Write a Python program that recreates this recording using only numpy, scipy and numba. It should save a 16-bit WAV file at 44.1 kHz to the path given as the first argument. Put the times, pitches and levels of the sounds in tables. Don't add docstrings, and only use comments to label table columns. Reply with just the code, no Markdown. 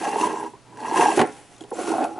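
import sys
import numpy as np
from scipy import signal
from scipy.fft import rfft, irfft
from scipy.io import wavfile
from scipy.ndimage import uniform_filter1d
from numba import njit

SR = 44100
rng = np.random.default_rng(int(sys.argv[2]) if len(sys.argv) > 2 else 0)


def bounce(signal):
    frames = np.transpose(np.atleast_2d(signal))
    limited = np.clip(frames, -1, 1)
    pcm = np.round(limited * 32767).astype(np.int16)
    wavfile.write(sys.argv[1], SR, pcm)


def makeup_ratio(level_db):
    decades = np.asarray(level_db, float) / 20
    return 10 ** decades


N = 96579

# start_s, rub_db, grit_against_rub_db, cavity_hz
SLIDES = [
    [(0, -31, -11.5, 844), (.05, -24.5, -15.5, 770), (.165, -27.5, -16, 835), (.19, -24.5, -12.5, 857),
     (.27, -23.5, -15.5, 970), (.30, -29, -15.5, 953), (.47, -34.5, -21, 905), (.505, -56, -5.5, 904),
     (.57, -64, -19, 1075)],
    [(.66, -52, -43, 903), (.765, -43.5, -21, 930), (.83, -30, -22.5, 900), (.945, -25.5, -15.5, 967),
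     (.96, -19, -14, 970), (1.03, -15, -15, 970), (1.065, -21, -14, 867), (1.125, -24.5, -12, 848),
     (1.172, -34, -1, 710)],
    [(1.73, -51.5, -3.5, 710), (1.79, -28.5, -13, 695), (1.85, -35, -6.5, 765), (1.89, -24.5, -13.5, 767),
     (1.94, -25, -18.5, 720), (2.0, -22.5, -26.5, 707), (2.052, -20.5, -26.5, 776), (2.064, -30, -24, 745),
     (2.14, -40.5, -18.5, 780), (2.19, -29, -37, 807)],
]
# first_s, second_s, first_db, second_db
OPENING = [
    (0, 0.046, -2.5, 4.5),
    (1.085, 1.19, 1.5, -11),
    (1.855, 1.93, -5.5, 4),
]
# peak_s, peak_db, ring_hz
CATCHES = [(0.038, -23, 800), (0.067, -20, 774), (0.09, -20, 851), (0.102, -18, 850), (0.161, -16, 890),
           (0.188, -17, 880), (0.233, -15, 1022), (0.24, -14.5, 992), (0.257, -19, 983),
           (0.273, -16.5, 884), (0.282, -28, 980), (0.337, -26, 850), (0.374, -28.5, 930),
           (0.401, -24, 997), (0.429, -26, 904), (0.465, -29, 950), (0.539, -36.5, 950),
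           (0.553, -43.5, 1040), (0.728, -39, 877), (0.829, -23, 878), (0.849, -20, 884),
           (0.884, -25.5, 1010), (0.915, -16, 901), (0.927, -16, 961), (0.943, -13.5, 905),
           (0.962, -14, 1034), (0.981, -15.5, 997), (0.998, -11.5, 853), (1.005, -14, 937),
           (1.024, -5.5, 916), (1.042, -10.5, 977), (1.061, -7, 850), (1.086, -11, 840), (1.105, -14, 940),
           (1.125, -17.5, 757), (1.179, -16.5, 780), (1.189, -12.5, 802), (1.203, -18.5, 792),
           (1.211, -29, 883), (1.219, -27, 1005), (1.226, -17, 824), (1.235, -15.5, 746), (1.242, -35, 834),
           (1.302, -42, 812), (1.609, -40, 720), (1.717, -28.5, 814), (1.726, -28, 858), (1.788, -25, 726),
           (1.794, -30, 760), (1.803, -29, 742), (1.813, -26, 720), (1.876, -30, 877), (1.919, -21.5, 892),
           (1.941, -17, 760), (1.985, -13.5, 742), (2.021, -17.5, 822), (2.049, -14, 741),
           (2.182, -39, 726)]
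# peak_s, peak_db, ring_hz
THUMPS = [(0.081, -24, 429), (0.139, -20, 413), (0.166, -23, 419), (0.235, -23.5, 346), (0.334, -26, 400.0),
          (0.537, -39.5, 380.0), (0.922, -21.5, 325), (0.968, -23, 357), (0.993, -13.5, 383),
          (1.003, -17.0, 410.0), (1.032, -19, 387), (1.089, -21.5, 355), (1.176, -11, 362),
          (1.21, -15, 402), (1.228, -16, 388), (1.241, -21.5, 344), (1.616, -26.5, 316),
          (1.642, -34.0, 414), (1.72, -29, 410.0), (1.734, -25.5, 464), (1.79, -23.5, 478),
          (1.815, -26.5, 380), (1.885, -23, 396), (1.923, -23, 425), (2.034, -22.5, 450.0)]
# start_s, peak_db, crack_against_peak_db
KNOCKS = [
    (1.174, -3, -4.5),
    (1.181, -20, 2),
    (1.193, 0, 3),
    (1.201, -1, -2),
    (1.214, -4.5, 5),
    (1.226, -9, -11),
    (1.609, -25, -20),
    (1.642, -26, -20),
    (1.716, -15, -54),
]
# start_s, peak_db, ring_hz
TICKS = [(0.212, -22, 2760), (0.772, -38.5, 1610), (0.803, -35, 1620), (0.959, -26, 8380),
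         (0.974, -23, 2810), (1.01, -24.5, 6200), (1.262, -41, 9200), (1.272, -39, 9200),
         (1.581, -46, 6900), (1.607, -61, 6140), (1.564, -48, 3700), (1.608, -35.5, 3280),
         (1.621, -43.5, 7000), (1.638, -42, 3170), (1.705, -40.5, 10400), (1.744, -38, 7100),
         (1.875, -25, 1130), (1.886, -35, 1300), (2.041, -28, 2520)]
# centre_hz, width_hz, level_db
UPPER_PANELS = [(254, 79, -7), (323, 17.2, 1), (409, 30, -2), (467.3, 11, 0.5), (571, 102, -10),
                (718, 38, -7), (1092, 64, -7.5), (1315, 150, -19), (1634, 36.5, -8.5), (1900, 180, -19),
                (2720, 114, -17.5), (3280, 48, -25.5)]
# centre_hz, width_hz, level_db
LOWER_PANELS = [(242, 53, -5.5), (324, 27.7, 5), (432, 130, -7.5), (575, 28, -1.5), (850, 104, -11),
                (1060, 70, -13), (1406, 112, -10.5), (2604, 100, -26), (3640, 170, -41)]
# centre_hz, width_hz, level_db
CABINET = [(139, 106, -15), (233, 30, -6), (299, 31, -2.5), (423, 8.6, 1.5), (511, 72, -7), (729, 21, -4),
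           (799, 24.4, 4.5), (822, 71, -1), (970, 12, -3.5), (1077, 29, -9.5), (1370, 87, -12),
           (1920, 550, -18), (2650, 120, -30)]
# centre_hz, width_hz, level_db
BANGLES = [(4320, 190, 4), (5750, 110, 6), (6200, 550, 5.5), (7560, 94, 9), (8200, 93, -21),
           (10000, 160, 7), (10670, 440, 6)]
# frequency_hz, density_db
GRIT = [(880, -20), (1500, -8), (2740, -4.5), (3880, -12), (10800, -8), (14000, -47), (22000, -120)]
# frequency_hz, density_db
AIR = [(15, -26), (25, -25), (137, -0.5), (222, -1.5), (1040, -9), (1650, -14.5), (10800, -23.5),
       (14000, -34), (22000, -120)]
# frequency_hz, left_minus_right_db
PORT_BALANCE = [(40, -12), (110, -4), (250, -7), (450, -3.5), (700, 0.5), (1100, 1.5), (2000, 2.3),
                (11000, 0)]
# rise_start_s, rise_end_s, fall_start_s, fall_end_s
HANGING_S = (.27, .31, .9, .95)

CAVITY_WIDTH_HZ, CAVITY_SPLIT = 43.6, 0.067
SLIPS_PER_S, SLIP_SCATTER_DB, JUDDER_DB, JUDDER_HZ = 2700, 2, -1.5, 59.7
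RUB_DB, STICK_S, STICK_DB = -1, .008, -4
WALL_DB, WANDER_DB, WANDER_HZ = 3.5, 1.5, 18.66
BRIGHTEN = 0.35
PUSH_S, THUD_DB = 0.00054, -12
CATCH_RISE_S, CATCH_FADE_S, THUMP_RISE_S, THUMP_FADE_S = 0.002105, 0.004745, 0.0029, 0.007
BEAT_DB = -7.5
BANGLE_DB, HANGING_DB = -7, 5
KNOCK_DB, CRACK_DB, CRACK_S = -9, -4.5, 0.0054
TICK_DB, TICK_WIDTH_HZ = 0.5, 110
SETTLE_S, SETTLE_DB, SETTLE_T60_S, SETTLE_WOOD_DB, LINGER_DB = 1.182, -51.5, 3.05, -19, 3.5
ROOM_T60_S, ROOM_DB, ROOM_DAMP_HZ = 0.2, -22.5, 3400
AIR_DB, AIR_SIDE_DB, RUMBLE_DB, HUM_HZ, HUM_DB = -52.5, -16.5, -62, 120.7, -60.5
LOW_CUT_HZ, TOP_HZ, CEILING = 110, 11007, .8
GRIT_SIDE_DB, NEAR_SIDE_DB, NEAR_SIDE_S = -12.5, -18.5, 0.0013


def slide(rows, panels, opening):
    t = np.arange(N) / SR
    s, db, grit_db, hz = np.array(rows).T
    low_panels, thin_walls = panels[:5], panels[5:]
    rub_db = np.interp(t, s, db)
    cavity_hz = np.interp(t, s, hz)
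    share = makeup_ratio(np.interp(t, opening[:2], opening[2:]) / 2)
    moving = np.interp(t, [s[0] - .01, s[0], s[-1], s[-1] + 0.068], [0, 1, 1, 0])

    catch_s, catch_db, _ = np.array([r for r in CATCHES if s[0] < r[0] < s[-1]]).T
    stuck = (np.abs(t - catch_s[:, None] + STICK_S / 2) < STICK_S).any(axis=0)
    force = moving * makeup_ratio(rub_db + RUB_DB + STICK_DB * stuck)
    low = slips(makeup_ratio(JUDDER_DB * walk(JUDDER_HZ)))
    high = slips(makeup_ratio(JUDDER_DB * walk(JUDDER_HZ)))

    wall_gains = []
    for k in range(len(panels)):
        wander_db = WANDER_DB * walk(WANDER_HZ).clip(-2, 1)
        wall_gains.append((-1) ** k * makeup_ratio(WALL_DB + wander_db + BRIGHTEN * (rub_db + 21)))

    def body(push):
        wood = ring(low * push / share, low_panels)
        for gain, wall in zip(wall_gains, thin_walls):
            wood = wood + ring(high * push * gain / share, [wall])
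        for sign in (-1, 1):
            centre_hz = cavity_hz * (1 + sign * CAVITY_SPLIT)
            wood = wood + sign * svf(high * push * share, centre_hz, CAVITY_WIDTH_HZ)
        return wood

    thuds = struck(catch_s - STICK_S / 3, catch_db + THUD_DB, PUSH_S / 2, thin_walls)
    wood = body(force) / np.std(body(0.72)) + thuds
    gate = moving * makeup_ratio(np.interp(t, s, db + grit_db) + 1.5 * walk(90))
    return np.array([wood, gate])


def slips(judder):
    size = rng.standard_normal(N) * makeup_ratio(SLIP_SCATTER_DB * rng.exponential(size=N).clip(0, 3))
    return (rng.random(N) < SLIPS_PER_S / SR) * size * judder


def swells(rows, rise_s, fade_s):
    u = np.arange(3000) / SR
    x = np.zeros(N + 3000)
    shape = (1 - np.exp(-u / rise_s)) ** 2 * np.exp(-u / fade_s)
    for s, db, hz in rows:
        beat, phase = rng.uniform(-1.038, 1, 2)
        tone = np.sin(2 * np.pi * hz * u)
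        neighbour = np.sin(2 * np.pi * (hz * u * (1 + beat / 4) + phase))
        i = int(s * SR) - shape.argmax()
        x[i:i + len(u)] += makeup_ratio(db) * shape / shape.max() * (tone + makeup_ratio(BEAT_DB) * neighbour)
    return x[:N]


def knocks():
    s, db, crack_db = np.array(KNOCKS).T
    boom = struck(s, db + KNOCK_DB, 0.00065, CABINET, flip=-1.026)
    crack_colour = [(250, -6), (800, 10.5), (3000, -2), (5000, -13.5), (11000, -16.5)]  # Hz, dB
    crack = colour(cracks(s, db + crack_db + CRACK_DB), crack_colour)
    rings = sum(struck([a], [b], 2 / SR, [(hz, TICK_WIDTH_HZ, 0)]) for a, b, hz in TICKS)
    tick_s, tick_db, _ = np.array(TICKS).T
    return boom + crack + rings + cracks(tick_s, tick_db + TICK_DB)


def hiss():
    grains = rng.standard_normal(N) * makeup_ratio(4.0 * rng.exponential(size=N).clip(0, 4))
    grit = colour(grains, [(700, -44)] + GRIT)
    shiver = sum(ring(rng.standard_normal(N), [m]) * makeup_ratio(6.5 * walk(30.5).clip(-3, 2)) for m in BANGLES)
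    hanging = np.interp(np.arange(N) / SR, HANGING_S, [0, 1, 1, 0])
    return unit(grit) + makeup_ratio(BANGLE_DB + HANGING_DB * hanging) * unit(shiver)


def settle():
    t = np.arange(N) / SR - SETTLE_S
    rattle = makeup_ratio(SETTLE_DB - 60 * t.clip(0) / SETTLE_T60_S + 2.0 * walk(30.44)) * (t > 0)
    chatter = makeup_ratio(SETTLE_WOOD_DB - 60 * np.clip(t - .04, 0, 1) / 0.2) * (t > 0)
    wood = unit(ring(slips(1), CABINET)) * (chatter + makeup_ratio(LINGER_DB) * rattle)
    return np.array([wood, rattle])


def bedroom(x):
    t = np.arange(SR // 2) / SR
    tail = rng.standard_normal((2, len(t))) * makeup_ratio(-60 * t / ROOM_T60_S) * np.clip(t / 0.00067, 0, 1)
    tail = signal.lfilter(*signal.butter(1, ROOM_DAMP_HZ, fs=SR), tail)
    tail = tail / np.sqrt(np.sum(tail ** 2, 1, keepdims=True))
    return signal.fftconvolve(x[None], tail, axes=1)[:, :N]


def air():
    mid, side = (unit(colour(rng.standard_normal(N), AIR)) * makeup_ratio(AIR_DB - 0.5 + walk(8.4)) for _ in range(2))
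    hum = makeup_ratio(HUM_DB + 3.0 * walk(9)) * np.sin(2 * np.pi * HUM_HZ * np.arange(N) / SR)
    rumble_colour = [(30, -11), (80, -5), (150, -36), (300, -34)]  # Hz, dB
    rumble = makeup_ratio(RUMBLE_DB) * unit(colour(rng.standard_normal(N), rumble_colour))
    return mid + hum + (makeup_ratio(AIR_SIDE_DB) * side + rumble) * np.array([[1], [-1]])


@njit
def svf(x, hz, width):
    y, b, l = np.empty(len(x)), 0., 0.
    for i in range(len(x)):
        g, k = np.tan(np.pi * hz[i] / SR), width / hz[i]
        v = (b + g * (x[i] - l)) / (1 + g * (g + k))
        b, l, y[i] = 2 * v - b, l + 2 * g * v, k * v
    return y


def ring(x, modes, flip=-1):
    total = np.zeros(N)
    for k, (hz, width, db) in enumerate(modes):
        total += flip ** k * makeup_ratio(db) * svf(x + 1e-18, np.full(N, 1. * hz), 1. * width)
    return total


def blows(times, dbs, length_s):
    x = np.zeros(N)
    np.add.at(x, (np.asarray(times) * SR).astype(int), makeup_ratio(dbs))
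    push = np.sin(np.pi * np.clip(np.arange(200) / (length_s * SR), 0, 1))
    return np.convolve(x, push)[:N]


def struck(times, dbs, length_s, modes, flip=1):
    single = ring(blows([0], [0], length_s), modes, flip)
    return ring(blows(times, dbs, length_s), modes, flip) / np.abs(single).max()


def cracks(times, dbs):
    tail = np.exp(-np.arange(1500) / (CRACK_S * SR))
    return np.convolve(blows(times, dbs, 2 / SR), tail)[:N] * rng.standard_normal(N) / 2


def walk(hz):
    k = int(SR / hz)
    held = np.repeat(rng.standard_normal(N // 50), k)[:N]
    return unit(uniform_filter1d(held, k))


def colour(x, points, share=1):
    hz, db = np.array(points, float).T
    f = np.fft.rfftfreq(N, 1 / SR)
    return irfft(rfft(x) * makeup_ratio(share * np.interp(np.log(f + 1), np.log(hz + 1), db)), N)


def unit(x):
    return x / np.sqrt(np.mean(x ** 2))


def scene():
    drawers = (UPPER_PANELS, UPPER_PANELS, LOWER_PANELS)
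    wood, gate = sum(slide(*k) for k in zip(SLIDES, drawers, OPENING)) + settle()
    wood = wood + swells(CATCHES, CATCH_RISE_S, CATCH_FADE_S) + swells(THUMPS, THUMP_RISE_S, THUMP_FADE_S)
    low_cut = signal.butter(2, LOW_CUT_HZ, "high", fs=SR, output="sos")
    near = signal.sosfilt(low_cut, wood + gate * hiss() + knocks())
    scatter = rng.standard_normal(600) * np.exp(-np.arange(600) / (NEAR_SIDE_S * SR))
    scattered = np.convolve(near, scatter / np.linalg.norm(scatter))[:N]
    side = makeup_ratio(GRIT_SIDE_DB) * gate * hiss() + makeup_ratio(NEAR_SIDE_DB) * scattered
    return near + side * np.array([[1], [-1]]) + makeup_ratio(ROOM_DB) * bedroom(near) + air()


def low_pass(x):
    return signal.sosfilt(signal.butter(12, 12180, fs=SR, output="sos"), x)


def record(dry):
    left = colour(dry[0], PORT_BALANCE, share=.5)
    right = colour(dry[1], PORT_BALANCE, share=-.5)
    rounded = CEILING * np.tanh(np.array([left, right]) / CEILING)
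    top_cut = signal.ellip(10, .3, 60, TOP_HZ, fs=SR, output="sos")
    return low_pass(signal.sosfilt(top_cut, rounded))


dry = scene()
out = record(dry)
bounce(out)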